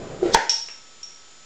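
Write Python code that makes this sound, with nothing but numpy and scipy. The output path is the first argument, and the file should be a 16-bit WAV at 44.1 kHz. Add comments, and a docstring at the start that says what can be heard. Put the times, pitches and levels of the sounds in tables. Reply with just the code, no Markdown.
"""A glass bottle pops open on a table in a bare, echoing room, overloading the microphone.
First the gripped bottle scuffs and judders, the opener scrapes and gas hisses under the lifting cap.
Then the pressure escapes in one push: the neck and steel opener ring, and room resonances linger.
The crown cap flies off, pings, taps something dull and pings again, over faint hiss and electrical whine."""
import sys
import numpy as np
from scipy import signal
from scipy.fft import rfft, irfft
from scipy.io import wavfile

SR = 44100
rng = np.random.default_rng(int(sys.argv[2]) if len(sys.argv) > 2 else 0)


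def generate_wav(signal):
    """Clip the signal to [-1, 1] and save it as 16-bit WAV at the path in sys.argv[1]."""
    frames = np.transpose(np.atleast_2d(signal))
    scaled = np.clip(frames, -1, 1) * 32767
    pcm = np.round(scaled).astype(np.int16)
    wavfile.write(sys.argv[1], SR, pcm)


N = 63945
POP_S = .3466

# The tone of the blast. Each row: frequency in Hz, relative level in dB.
BLAST_SPECTRUM = [(30, 2.5), (80, -14), (150, -1.5), (250, -5.5), (450, 2.5), (750, 0), (1150, -7),
                  (1700, 3.5), (2300, -4), (2800, -9.5), (4000, -13.5), (6000, -10.5), (8000, -23.5)]


def blast():
    """The seal lets go and the pressure in the neck escapes in one push."""
    return undb(18) * colour(impulse(POP_S), BLAST_SPECTRUM)


# The pop's hollow note: the bottle neck's ring, with room resonances lingering around it.
# Each row: frequency in Hz, level in dB, T60 in seconds.
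HOLLOW_MODES = [(910.5, -1, 0.046), (914, -22.5, .4), (655, -15.5, 0.011), (503, -20, 0.054),
                (1527, -19, 0.1), (1852, -26, 0.38)]


def hollow_note():
    """The pop sets the bottle neck ringing, and room resonances linger around it."""
    return ring(POP_S, HOLLOW_MODES)


# Resonances of the opener. Each row: frequency in Hz, level in dB, T60 in seconds.
OPENER_MODES = [(3430, -15.5, 0.035), (4250, -10, 0.029), (4880, -26, .025), (6144, -23.5, 0.038)]


def opener():
    """The steel opener rings briefly as the cap lets it go."""
    return ring(POP_S, OPENER_MODES)


# The cap's ring, main mode first, retuned for each ping.
# Each row: frequency in Hz, relative level in dB, T60 in seconds.
CAP_MODES = [(5586, 4.5, 0.021), (5340, -20, 0.079), (5800, -26, 0.042), (5635, -22.5, 0.38)]
# The click of its rim. Each row: frequency in Hz, relative level in dB.
CLICK_SPECTRUM = [(100, -47.5), (800, -19), (1800, -25.5), (2450, -2), (4300, -0.5), (5400, -10), (6200, 5),
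                  (7500, -2.5), (8500, -4)]
# The cap's hard contacts. Each row: start in seconds, ring gain in dB, click gain in dB,
# pitch of the main mode in Hz, attack of the ring in seconds.
CAP_PINGS = [(0.4945, -10, -5.5, 5535, 0.00013), (0.4969, -8, -3, 5535, 0.0011),
             (1.0303, -22, -22, 5564, 0.0018)]


def cap_pings():
    """The steel cap clicks and rings as it lands on two edges; a later glancing touch is softer."""
    out = 0
    for at, ring_db, click_db, hz, attack_s in CAP_PINGS:
        age = np.maximum(clock() - at, 0)
        attack = 1 - np.exp(-(age / attack_s) ** 2)
        ping = undb(ring_db) * attack * ring(at, CAP_MODES, stretch=hz / CAP_MODES[0][0])
        click = undb(click_db) * colour(impulse(at), CLICK_SPECTRUM)
        out = out + ping + click
    return out


# Light touches between the pings. Each row: start in seconds, level in dB.
TAP_TOUCHES = [(0.6847, -29), (0.6865, -15), (0.696, -28)]
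# Their dull tone. Each row: frequency in Hz, relative level in dB.
TAP_SPECTRUM = [(60, -3), (150, -33), (350, 1.5), (900, -5.5), (1700, -0.5), (2700, 7), (3300, -6.5),
                (7000, -13)]


def cap_taps():
    """The cap clatters briefly against something dull, with no ring."""
    touches = sum(undb(db) * impulse(at) for at, db in TAP_TOUCHES)
    return colour(touches, TAP_SPECTRUM)


# The hiss of gas under the cap. Each row: frequency in Hz, relative level in dB.
LEAK_SPECTRUM = [(800, -14.5), (2300, -23), (3000, -12.5), (3500, 0), (4300, -1), (5200, 0.5), (6100, -2),
                 (7000, -10.5), (8500, -8.5)]


def gas_leak():
    """Gas seeps, then rushes, through the widening gap just ahead of the pop."""
    peak_s, fall_s = .3452, .003
    seep = undb(-19) * swell(peak_s, rise_s=.0078, fall_s=fall_s)
    rush = undb(-16) * swell(peak_s, rise_s=.0041, fall_s=fall_s)
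    return (seep + rush) * colour(rng.standard_normal(N), LEAK_SPECTRUM)


# The bottle's low scuff on the table. Each row: frequency in Hz, relative level in dB.
SCUFF_SPECTRUM = [(25, -8), (55, -4), (78, -11.5), (130, -1.5), (250, -4.5), (360, -2.5), (600, -3.5),
                  (800, -15), (1500, -21.5), (4000, -31), (8000, -41)]
# The opener's brighter scrape on the rim. Each row: frequency in Hz, relative level in dB.
SCRAPE_SPECTRUM = [(600, -9.5), (1100, -3.5), (1400, 5), (1650, -1.5), (2000, -1), (3000, -5.5),
                   (4200, -6.5), (6000, -10.5), (8000, -12.5)]


def levering():
    """The bottle scuffs on the table and the opener scrapes the rim until the cap gives."""
    t = clock()
    load_db, load_rise_s, scrape_start_s = 5, .031, .228
    sealed = t < POP_S
    # The scuffing swells as the lever is pressed home.
    load = undb(load_db * np.exp(-np.abs(t - POP_S) / load_rise_s)) * sealed
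    scuff = colour(grains(per_second=900) * load, SCUFF_SPECTRUM)
    scrape = colour(grains(per_second=2500) * (t > scrape_start_s) * sealed, SCRAPE_SPECTRUM)
    return undb(-36.5) * scuff + undb(-41) * scrape


# Slips of the bottle. Each row: time of the peak in seconds, pitch in Hz, level in dB.
BOTTLE_SLIPS = [(0.2300, 372, -12), (0.258, 341, -14), (0.277, 385, -18), (0.297, 480, -24)]
# What rings at each slip. Each row: multiple of the pitch, relative level in dB.
SLIP_PARTIALS = [(1, 1), (1.27, -12), (1.68, -13.5), (2.06, -18.5), (3.9, -30.5)]


def judder():
    """Each slip under the lever's load is a short low groan of bottle and table."""
    out = 0
    for at, hz, db in BOTTLE_SLIPS:
        phase = 2 * np.pi * hz * (clock() - at)
        tone = sum(undb(mode_db) * np.cos(multiple * phase) for multiple, mode_db in SLIP_PARTIALS)
        out = out + undb(db) * swell(at, rise_s=.0044, fall_s=.011) * tone
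    return out


# Early reflections. Each row: delay in seconds, level in dB.
ROOM_ECHOES = [(.0088, -13.5), (0.0258, -15.5), (0.046, -22)]
# The reverb tail. Each row: band centre in Hz, T60 in seconds, relative level in dB.
TAIL_BANDS = [(58.4, .22, -29), (140, 0.25, -7.5), (350, 0.44, -6.5), (865, 0.52, -0.5), (1800, 0.47, 1.5),
              (5500, 0.56, -3), (8500, .45, 0.5)]


def room(x):
    """The bare room returns a few distinct echoes and a diffuse tail that decays band by band."""
    t, hz = clock(), np.arange(N // 2 + 1) * SR / N
    noise, tail = rfft(rng.standard_normal(N)), 0
    for centre, t60, db in TAIL_BANDS:
        weight = on_log_axis([(row[0], row[0] == centre) for row in TAIL_BANDS], hz)
        band = irfft(noise * weight, N)
        tail = tail + undb(db) * band * np.exp(-np.log(1000) * t / t60)
    tail = tail * (1 - np.exp(-t / .002))  # 2 ms build-up
    echoes = sum(undb(db) * impulse(at) for at, db in ROOM_ECHOES)
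    return convolve(x, undb(-.5) * tail / np.linalg.norm(tail) + echoes)


# Microphone hiss. Each row: frequency in Hz, relative level in dB.
HISS_SPECTRUM = [(25, -2.5), (100, -2.5), (300, 0.5), (800, -1), (2000, -0.5), (5000, -0.5), (7500, -2),
                 (8500, -4.5)]
# Electrical whine. Each row: frequency in Hz, RMS level in dB.
WHINE_TONES = [(1304, -62), (3171, -67.5), (3528, -65.5), (5201, -67.5), (6696, -67.5), (7067.5, -57)]


def noise_floor():
    """A bed of even microphone hiss with thin, steady electrical tones."""
    whine = sum(undb(db) * np.sqrt(2) * np.sin(2 * np.pi * (hz * clock() + rng.random()))
                for hz, db in WHINE_TONES)
    return undb(-51) * colour(rng.standard_normal(N), HISS_SPECTRUM) + whine


def undb(db):
    """Decibels to gain."""
    return 10 ** (np.asarray(db) / 20)


def clock():
    """Time of every sample in seconds."""
    return np.arange(N) / SR


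def impulse(at):
    """A single push."""
    return 1. * (np.arange(N) == int(at * SR))


def swell(at, rise_s, fall_s):
    """Exponential rise to a peak, then exponential fall."""
    t = clock() - at
    return np.exp(np.minimum(t / rise_s, -t / fall_s))


def grains(per_second, spread_db=.5):
    """Random stick-slip pushes of slightly uneven size, RMS 1."""
    pushes = (rng.random(N) < per_second / SR) * rng.choice([-1, 1], N)
    pushes = pushes * undb(spread_db * rng.standard_normal(N))
    return pushes / pushes.std()


def ring(at, modes, stretch=1):
    """Decaying modes set off at one moment; stretch scales their pitch."""
    t = np.maximum(clock() - at, 0)
    return sum(undb(db) * np.sin(2 * np.pi * hz * stretch * t) * np.exp(-np.log(1000) * t / t60)
               for hz, db, t60 in modes)


def on_log_axis(points, hz):
    """Interpolate (Hz, value) points on a log frequency axis."""
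    f, value = np.array(points, float).T
    return np.interp(np.log(np.maximum(hz, 1)), np.log(f), value)


def convolve(x, response):
    """Pass a sound through an impulse response."""
    return signal.fftconvolve(x, response)[:N]


def colour(x, spectrum):
    """Minimum-phase EQ of unit energy with the given spectrum, rolled off above 9 kHz."""
    size = 8192
    hz = np.arange(size // 2 + 1) * SR / size
    db = on_log_axis(spectrum, hz) - 40 * np.clip(hz / 9000 - 1, 0, 1)
    cepstrum = irfft(np.log(undb(db)))
    # Folding the cepstrum keeps attacks free of pre-ring.
    cepstrum[1:size // 2] *= 2
    cepstrum[size // 2 + 1:] = 0
    response = irfft(np.exp(rfft(cepstrum)))
    return convolve(x, response / np.linalg.norm(response))


def scene():
    """Each source is heard directly and through the room, over the noise floor."""
    # Each pair: sound, reverb send in dB.
    sources = [(blast(), -6.5), (hollow_note(), -7.5), (opener(), -13.5),
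               (cap_pings(), 5), (cap_taps(), 1),
               (levering(), -3.5), (judder(), -1.5), (gas_leak(), -15)]
    direct = sum(sound for sound, _ in sources)
    send = sum(undb(send_db) * sound for sound, send_db in sources)
    return (direct + room(send) + noise_floor())[None]


def record(dry):
    """A narrow-band microphone channel overloads and flattens the loudest peaks."""
    band_hz, stop_hz, top_hz = 7744, 8700, 15800
    clip_level, dc_offset = .72, .003
    x = signal.sosfilt(signal.butter(14, band_hz, fs=SR, output="sos"), dry)
    x = signal.sosfilt(signal.ellip(10, .1, 80, stop_hz, fs=SR, output="sos"), x)
    clipped = np.clip(x + dc_offset, -clip_level, clip_level)
    return signal.sosfilt(signal.ellip(8, .2, 70, top_hz, fs=SR, output="sos"), clipped)


dry = scene()
out = record(dry)
generate_wav(out)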